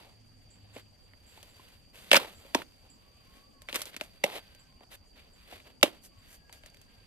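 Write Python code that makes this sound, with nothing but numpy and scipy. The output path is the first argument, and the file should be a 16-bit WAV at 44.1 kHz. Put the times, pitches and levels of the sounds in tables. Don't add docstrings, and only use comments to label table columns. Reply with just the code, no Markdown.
import sys
import numpy as np
from scipy import signal
from scipy.io import wavfile

SR = 44100
rng = np.random.default_rng(int(sys.argv[2]) if len(sys.argv) > 2 else 0)


def gain_from_db(level_db):
    decades = np.asarray(level_db, float) / 20
    return 10 ** decades


def generate_wav(signal):
    frames = np.transpose(np.atleast_2d(signal))
    scaled = np.clip(frames, -1, 1) * 32767
    pcm = np.round(scaled).astype(np.int16)
    wavfile.write(sys.argv[1], SR, pcm)


N = 311346

# pitch_hz, level_db (per Hz)
AIR_LEVELS = [(15, 4), (82, 2), (151, -6.5), (217, -1.5), (337, -15.5), (555, -12), (1640, -26),
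              (2930, -19.5), (4080, -41), (5600, -27), (7720, -30), (11000, -37.5), (15000, -35)]
# pitch_hz, likeness (0 to 1)
AIR_LIKENESS = [(25, 0.4), (80, .9), (250, 0.3), (1000, 0.01), (3000, 0.58), (10000, 0)]
AIR_DB = -60

# start_s, pitch_hz, level_db
ENGINE_HUM = [
    (0.0, 108.2, -74),
    (0.2, 109.2, -62.5),
    (0.42, 104, -67.5),
    (0.76, 104, -60.5),
    (0.9, 105, -67.5),
    (1.02, 95, -78),
    (1.09, 96, -60.5),
    (1.29, 92, -77),
    (1.6, 88, -71),
]
CRICKET_DB = -72.5

# peak_s, peak_db, rise_s, fall_s, dull_part_db
SCRAPES = [(0.0, -59.5, .01, 0.18, 1.5), (0.787, -53.5, 0.077, 0.036, -3),
           (2.164, -20.5, 0.017, .024, -6.5), (2.19, -41, .01, 0.12, 1), (2.36, -77, .1, 0.38, 10.5),
           (2.46, -61.5, 0.076, 0.11, -0.5), (2.563, -44.5, 0.026, 0.068, 2), (2.62, -48, 0.009, 0.012, 0),
           (2.861, -70, 0.063, 0.077, 4.5), (3.07, -73, 0.23, 0.16, 1), (4.258, -47, .01, 0.082, 4.5),
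           (4.366, -43, 0.11, 0.038, 0), (4.42, -63, 0.017, 0.37, -3.5), (4.838, -65, 0.037, 0.0087, 5.5),
           (5.528, -53.5, 0.093, 0.12, -2.5), (5.42, -65, 0.13, 0.081, -17),
           (5.672, -60.5, 0.042, 0.072, 0.5), (5.847, -38.5, .01, 0.063, 0.5), (5.93, -60.5, .02, 0.094, 0),
           (6.27, -63.5, 0.16, .12, -9.5), (7.06, -69.5, 0.71, .01, -5.5)]
# peak_s, peak_db, rise_s, fall_s, bright_part_db
BRUSHES = [(0.68, -71.5, .5, 0.28, -20), (1.1, -74.5, 0.28, 0.087, -8), (1.35, -62, 0.19, 0.41, -5.5),
           (1.68, -63, 0.3, 0.18, -6), (1.949, -58, 0.019, 1, -4.5), (2.095, -53.5, 0.02, .006, -7),
           (3.369, -65.5, 0.28, 0.15, -6), (3.695, -47.5, 0.015, .025, -14), (3.757, -34, .02, 0.022, -9),
           (3.805, -47, 0.11, 0.044, -3.5), (3.84, -53, 0.12, 0.036, -7), (3.868, -50.5, .01, 0.06, -5),
           (3.945, -51, 0.031, 0.014, -11), (3.977, -56, 0.021, .012, -13), (4.004, -51, 0.0083, .006, -13),
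           (4.04, -57, 0.049, 0.048, -4), (4.15, -67, 0.56, 0.15, -7), (4.92, -56.5, 0.019, 0.055, -5.5),
           (4.951, -53, 0.047, 0.015, -4), (5.168, -61, 0.024, 0.16, -11), (6.055, -59.5, 0.036, 0.032, 5),
           (6.342, -61.5, 0.1, .045, 2.5), (6.536, -61, 0.021, 0.077, -2.5), (6.668, -61, .04, .04, -10.5)]
SCRAPE_BRIGHT_DB, BRUSH_DULL_DB = -8.5, -4
STROKE_BEND = 1.51
REST_DB = -83.5

# start_s, peak_db, die_away_s (to -30 dB)
BIRD_CHIPS = [
    (0.5037, -42, 0.14),
    (0.7356, -44, 0.17),
    (1.265, -46, 0.39),
    (1.4894, -49, 0.16),
    (2.3521, -44, 0.26),
    (2.8998, -40.5, 0.11),
    (4.592, -44, 0.1),
    (5.3332, -45.5, 0.088),
    (6.1888, -52, 0.14),
]

# share_of_shard_pitch, level_db, die_away_s (to -60 dB)
SHARD_MODES = [(.5, -20, .009), (.7, -9, .009), (.84, -3, .009), (.93, -1, .01), (1.0, 0, .01),
               (1.1, -1, .009), (1.24, -4, .008), (1.45, -8, .007), (1.75, -12, .006)]
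# share_of_thud_pitch, level_db, die_away_s (to -60 dB)
THUD_MODES = [(.5, -11, 0.03), (.87, -13, 0.038), (1.002, 8.5, 0.033), (1.14, -2.5, 0.028),
              (1.36, -3.5, .03), (1.629, -10, 0.022)]
# start_s, peak_db, thud_db (compared with peak), thud_hz, shard_hz
BREAKS = [(2.1085, -27.5, -13, 620, 3670), (2.1141, -14, -28, 860, 3460), (2.1156, 0.5, -15.5, 560, 2690),
          (2.1297, -8, -10, 573, 3940), (2.1312, 1, -14, 565, 2580), (2.1338, -6, -21, 1000, 2670),
          (2.1432, -11.5, -10, 877, 2920), (2.1447, -3.5, -11.5, 934, 2400), (2.155, -9, -9.5, 1000, 2437),
          (2.1584, -10, -13, 555, 3100), (2.166, -5, -20, 1143, 4700), (2.168, -7, -7, 562, 1488),
          (2.5466, -31, -17.5, 600, 2620), (2.547, -18, -15, 500, 5000), (2.5475, -8.5, -7, 934, 2390),
          (2.5492, -13.5, -4, 243.5, 3300), (4.2364, -30, -14, 600, 2600), (4.2387, -10, -5.5, 580, 2200),
          (4.2405, -8, -14, 590, 3320), (5.8291, -0.5, -20, 800, 2500), (5.8305, 0, -11, 597, 2970),
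          (5.8327, -7.5, -9, 320, 3200)]
# start_s, peak_db, thud_db (compared with peak), thud_hz
KNOCKS = [(0.7614, -38, 4, 597), (0.7663, -36, -0.5, 580), (1.374, -42, -7, 900), (1.5944, -47.5, 3, 1040),
          (1.9463, -49, -3, 920), (2.2455, -32.5, -3, 895), (2.449, -43.5, -2, 550),
          (2.599, -36, -1.5, 920), (3.687, -25, -16, 600), (4.0111, -18, -11.5, 618),
          (4.7252, -51, -9.5, 1062), (4.807, -48.5, 3.5, 510), (4.8348, -53, -7, 794),
          (4.9222, -44, -13.5, 930), (5.5238, -39, 1.5, 740), (5.6014, -40, -22, 724),
          (6.4954, -40, -10, 950), (6.6362, -40, -12.5, 614)]
# start_s, peak_db, crack_db (compared with peak), shard_hz
TICKS = [(1.135, -44, -23, 2110), (1.4291, -41, 6, 3110), (2.5485, -17, -7.5, 5130),
         (2.6188, -28.5, -20, 1910), (3.6194, -39.5, 2.5, 2270), (3.728, -23, -7, 3100),
         (3.7444, -30, 6, 2150), (3.758, -21, 8, 2170), (3.8177, -39, 20, 3450), (3.8556, -35.5, 8, 3360),
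         (3.943, -34, -21, 2730), (3.9648, -26.5, -1, 2400), (4.0364, -47, 7, 3290), (4.549, -45, 1, 3170),
         (5.8128, -41.5, -7, 2830), (6.527, -47.5, 15.5, 3900), (6.6607, -40.5, 5, 2110),
         (6.745, -47, 4, 2400), (6.7005, -57, 10, 4200), (6.7705, -48.5, 3.5, 3020),
         (6.8152, -50.5, 11, 2360)]
BREAK_CRACK_DB, CRACK_DB_PER_OCTAVE, MEAN_SHARD_HZ = -8, -2, 2560
KNOCK_CRACK_DB, KNOCK_SHARD_HZ = -11, 2400
TICK_THUD_DB, TICK_THUD_HZ = -12.5, 590
THUD_LATE_S = 0.00209
LEFT_TURN_HZ, RIGHT_TURN_HZ = 1500, 9500

# pitch_hz, level_db, die_away_s (to -60 dB)
YARD_ECHO = [(213, -33, 0.23), (480, -25, 0.11), (1000, -38, 0.17), (2200, -13, 0.05), (4770, -32, 0.058),
             (9000, -24.5, .09)]

# start_s, length_s, first_hz, last_hz, level_db
ROOSTER_NOTES = [(2.279, .3, 1325, 1335, -73.5), (2.945, 0.24, 1083, 1180, -74),
                 (3.187, .06, 1150, 1073, -71.5), (3.253, 0.26, 1053, 1155, -71),
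                 (3.526, 0.14, 1150, 1046, -70), (3.53, .1, 1710, 1680, -76.5),
                 (4.249, .45, 1567, 1560, -75), (4.681, .13, 1056, 1050, -74), (5.58, .15, 1700, 1625, -79),
                 (6.109, .11, 1140, 1095, -74), (6.268, .39, 1637, 1650, -70.5),
                 (6.697, .34, 1615, 1600, -78.5)]
ROOSTER_SPLIT_HZ = 1250


def rms_one(x):
    return x / np.sqrt(np.mean(x ** 2) + 1e-20)


def peak_one(x):
    return x / np.max(np.abs(x))


def in_time(rows):
    s, *columns = np.transpose(rows)
    return [np.interp(np.arange(N) / SR, s, c) for c in columns]


def band(x, low_hz, high_hz, order=2):
    return signal.sosfilt(signal.butter(order, [low_hz, high_hz], "band", fs=SR, output="sos"), x)


def drift(rate_hz):
    r = np.exp(-80 * np.pi * rate_hz / SR)
    noise = rng.standard_normal(N // 40 + 2002)
    slow = signal.lfilter([1], [1, -2 * r, r * r], noise)[2000:]
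    return np.interp(np.arange(N) / 40, np.arange(len(slow)), rms_one(slow))


def ring(clicks, hz, die_away_s):
    r = gain_from_db(-60 / (die_away_s * SR))
    w = 2 * np.pi * hz / SR
    return signal.lfilter([0, np.sin(w)], [1, -2 * r * np.cos(w), r * r], clicks + 1e-18)


def ring_modes(push, modes, base_hz):
    tones = [gain_from_db(db) * peak_one(ring(push, share * base_hz, die_away_s)) for share, db, die_away_s in modes]
    return peak_one(sum(tones))


def turn(x, hz):
    bend = np.tan(np.pi * hz / SR)
    pole = (bend - 1) / (bend + 1)
    return signal.lfilter([pole, 1], [1, pole], x)


def ports(x, own, pan_db):
    shared = np.array([turn(x, LEFT_TURN_HZ), turn(x, RIGHT_TURN_HZ)])
    return (shared + own) * gain_from_db([[pan_db / 2], [-pan_db / 2]])


def far_tone(rows, rough, fade_s):
    t = np.arange(N) / SR
    hz, db = in_time(rows)
    gate = np.clip(np.minimum(t - rows[0][0], rows[-1][0] - t) / fade_s, 0, 1)
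    phase = 2 * np.pi * np.cumsum(hz) / SR
    both = []
    for port in range(2):
        level = np.sqrt(2) * gate * gain_from_db(db + 1.9 * drift(34))
        both.append(level * np.sin(phase + rough * drift(3.7)))
    return np.array(both)


def air(patchy_db):
    out = 0
    edges = 18 * 2 ** np.arange(0, 10.1, .5)
    white = rng.standard_normal((2, 2, N))
    for k, (low, high) in enumerate(zip(edges, edges[1:])):
        mid, side = band(white[k % 2], low, high)
        centre = np.log(low * high) / 2
        level_hz, levels = np.transpose(AIR_LEVELS)
        alike_hz, likeness = np.transpose(AIR_LIKENESS)
        level_db = np.interp(centre, np.log(level_hz), levels)
        alike = np.clip(np.interp(centre, np.log(alike_hz), likeness), -1, 1)
        both = np.sqrt(1 + alike) * mid + np.sqrt(1 - alike) * side * [[1], [-1]]
        out = out + gain_from_db(level_db + patchy_db * drift(18)) * both
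    return gain_from_db(AIR_DB) * rms_one(out)


def engine():
    return far_tone(ENGINE_HUM, rough=0.18, fade_s=0.031)


def crickets():
    t = np.arange(N) / SR
    wander = 4.1 * np.array([drift(3), drift(17)])
    wings = np.clip(np.sin(2 * np.pi * 81 * t + wander) + 0.23, 0, 2)
    near = rms_one(wings * np.sin(2 * np.pi * 4645 * t + 2.84 * drift(23)))
    far = rms_one(ring(ring(rng.standard_normal((2, N)), 4620, 0.0027), 4675, 0.039))
    return gain_from_db(CRICKET_DB) * (near + 1.68 * far) * gain_from_db([[-1.2], [1.2]])


def strokes():
    t = np.arange(0, N + 32, 32) / SR
    power = np.full((3, len(t)), gain_from_db(2 * REST_DB))
    scrapes = [(*row, SCRAPE_BRIGHT_DB) for row in SCRAPES]
    brushes = [(*row[:4], BRUSH_DULL_DB, row[4]) for row in BRUSHES]
    for s, db, rise_s, fall_s, dull_db, bright_db in scrapes + brushes:
        away = np.maximum((s - t) / rise_s, (t - s) / fall_s)
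        pressure_db = db - 20 * np.minimum(away, 9) ** STROKE_BEND
        power += gain_from_db(2 * pressure_db) * gain_from_db(2 * np.array([[0], [dull_db], [bright_db]]))
    return [np.interp(np.arange(N) / SR, t, np.sqrt(p)) for p in power]


def rub():
    middle, dull, bright = strokes()
    grain_size = np.minimum(rng.exponential(1, (3, N)), 5)
    grains = rng.standard_normal((3, N)) * gain_from_db(3.5 * grain_size) * [[1], [.7], [.7]]
    grains *= gain_from_db(1.8 * drift(110))
    sound = middle * rms_one(band(grains, 820, 3800, order=3))
    sound = sound + dull * rms_one(band(grains, 390, 1200))
    sound = sound + bright * rms_one(band(grains, 4000, 15000))
    return ports(sound[0], sound[1:], pan_db=-0.5)


def bird():
    t, envelope = np.arange(N) / SR, np.zeros(N)
    for s, db, die_away_s in BIRD_CHIPS:
        fall_db = 60 * np.clip(t - s, 0, 1) / (die_away_s * 2)
        envelope += (t > s) * gain_from_db(db - 18.0 - fall_db)
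    voice = rms_one(band(rng.standard_normal((2, N)), 7050, 8000, order=3))
    return envelope * voice * gain_from_db([[-2.5], [2.5]])


def snap(thud_db, crack_db, thud_hz, shard_hz, run_s):
    t = np.arange(4096) / SR
    shape = (t / run_s) ** 0.35 * np.exp(-t / run_s)
    clicks = shape * rng.standard_normal((3, len(t))) * gain_from_db(1.3 * rng.exponential(1, (3, len(t))))
    clicks[1:] *= .55

    shard = ring_modes(clicks, SHARD_MODES, shard_hz)
    shard = peak_one(band(shard, 0.58 * shard_hz, 2.1 * shard_hz))

    late = np.interp(t - THUD_LATE_S, t, shape * rng.standard_normal(len(t)))
    push = signal.lfilter([1], [1, -.93], late)
    thud = ring_modes(push, THUD_MODES, thud_hz)

    tail = 0.3704 * (1 - np.exp(-t / run_s)) * gain_from_db(-60 * t / 0.0443)
    splinter = rng.standard_normal((3, len(t))) * (shape + tail)
    crack = peak_one(band(splinter * [[1], [.9], [.9]], 1700, 11000, order=1))

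    body = shard + gain_from_db(crack_db - 2.5) * crack
    both = ports(body[0] + gain_from_db(thud_db + 5.0) * thud, body[1:], pan_db=-0.1)
    no_bass = signal.butter(4, 200, "high", fs=SR, output="sos")
    return signal.sosfilt(no_bass, both)


def fractures():
    events = []   # start_s, peak_db, thud_db, crack_db, thud_hz, shard_hz
    for s, db, thud_db, thud_hz, shard_hz in BREAKS:
        crack_db = BREAK_CRACK_DB + CRACK_DB_PER_OCTAVE * np.log2(shard_hz / MEAN_SHARD_HZ)
        events.append((s, db, thud_db, crack_db, thud_hz, shard_hz))
    for s, db, thud_db, thud_hz in KNOCKS:
        events.append((s, db, thud_db, KNOCK_CRACK_DB, thud_hz, KNOCK_SHARD_HZ))
    for s, db, crack_db, shard_hz in TICKS:
        events.append((s, db, TICK_THUD_DB, crack_db, TICK_THUD_HZ, shard_hz))
    out = np.zeros((2, N + 4096))
    for s, db, thud_db, crack_db, thud_hz, shard_hz in events:
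        at = round((s - .0004) * SR)
        run_s = 0.0011 * gain_from_db(0.081 * db)
        out[:, at:at + 4096] += gain_from_db(db - 2.33) * snap(thud_db, crack_db, thud_hz, shard_hz, run_s)
    return out[:, :N]


def yard(x):
    t = np.arange(12000) / SR
    white = rng.standard_normal((2, len(t))) * (1 - np.exp(-t / 0.0044))
    echo = 0
    for hz, db, die_away_s in YARD_ECHO:
        noise = rms_one(band(white, hz / 1.5, hz * 1.96))
        echo = echo + gain_from_db(db - 32.5) * gain_from_db(-60 * t / die_away_s) * noise
    echo[1] = 2.2 * echo[0] + 2.9 * echo[1]
    return signal.fftconvolve(x, echo, axes=1)[:, :N]


def roosters():
    low_bird = [note for note in ROOSTER_NOTES if note[2] < ROOSTER_SPLIT_HZ]
    high_bird = [note for note in ROOSTER_NOTES if note[2] >= ROOSTER_SPLIT_HZ]
    out = 0
    for notes in (low_bird, high_bird):
        path = []
        for s, length, hz, end_hz, db in notes:
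            end = s + length
            path += [(s, hz, db - 31.5), (s + .008, hz, db)]
            path += [(end - .008, end_hz, db), (end, end_hz, db - 27)]
        out = out + far_tone(path, rough=2.5, fade_s=0.011)
    return out


def scene():
    pot = fractures()
    near = pot + yard(pot) + rub()
    far = air(patchy_db=3.0) + engine() + crickets() + bird() + roosters()
    return near + far


def roll_off(x):
    return signal.sosfilt(signal.butter(12, 16380, fs=SR, output="sos"), x)


def record(dry):
    rounded = np.tanh(dry)
    step = signal.sosfilt(signal.ellip(6, .5, 24, 14250, fs=SR, output="sos"), rounded)
    mix = signal.sosfilt(signal.cheby2(10, 60, 16500, fs=SR, output="sos"), step)
    return roll_off(mix)


dry = scene()
out = record(dry)
generate_wav(out)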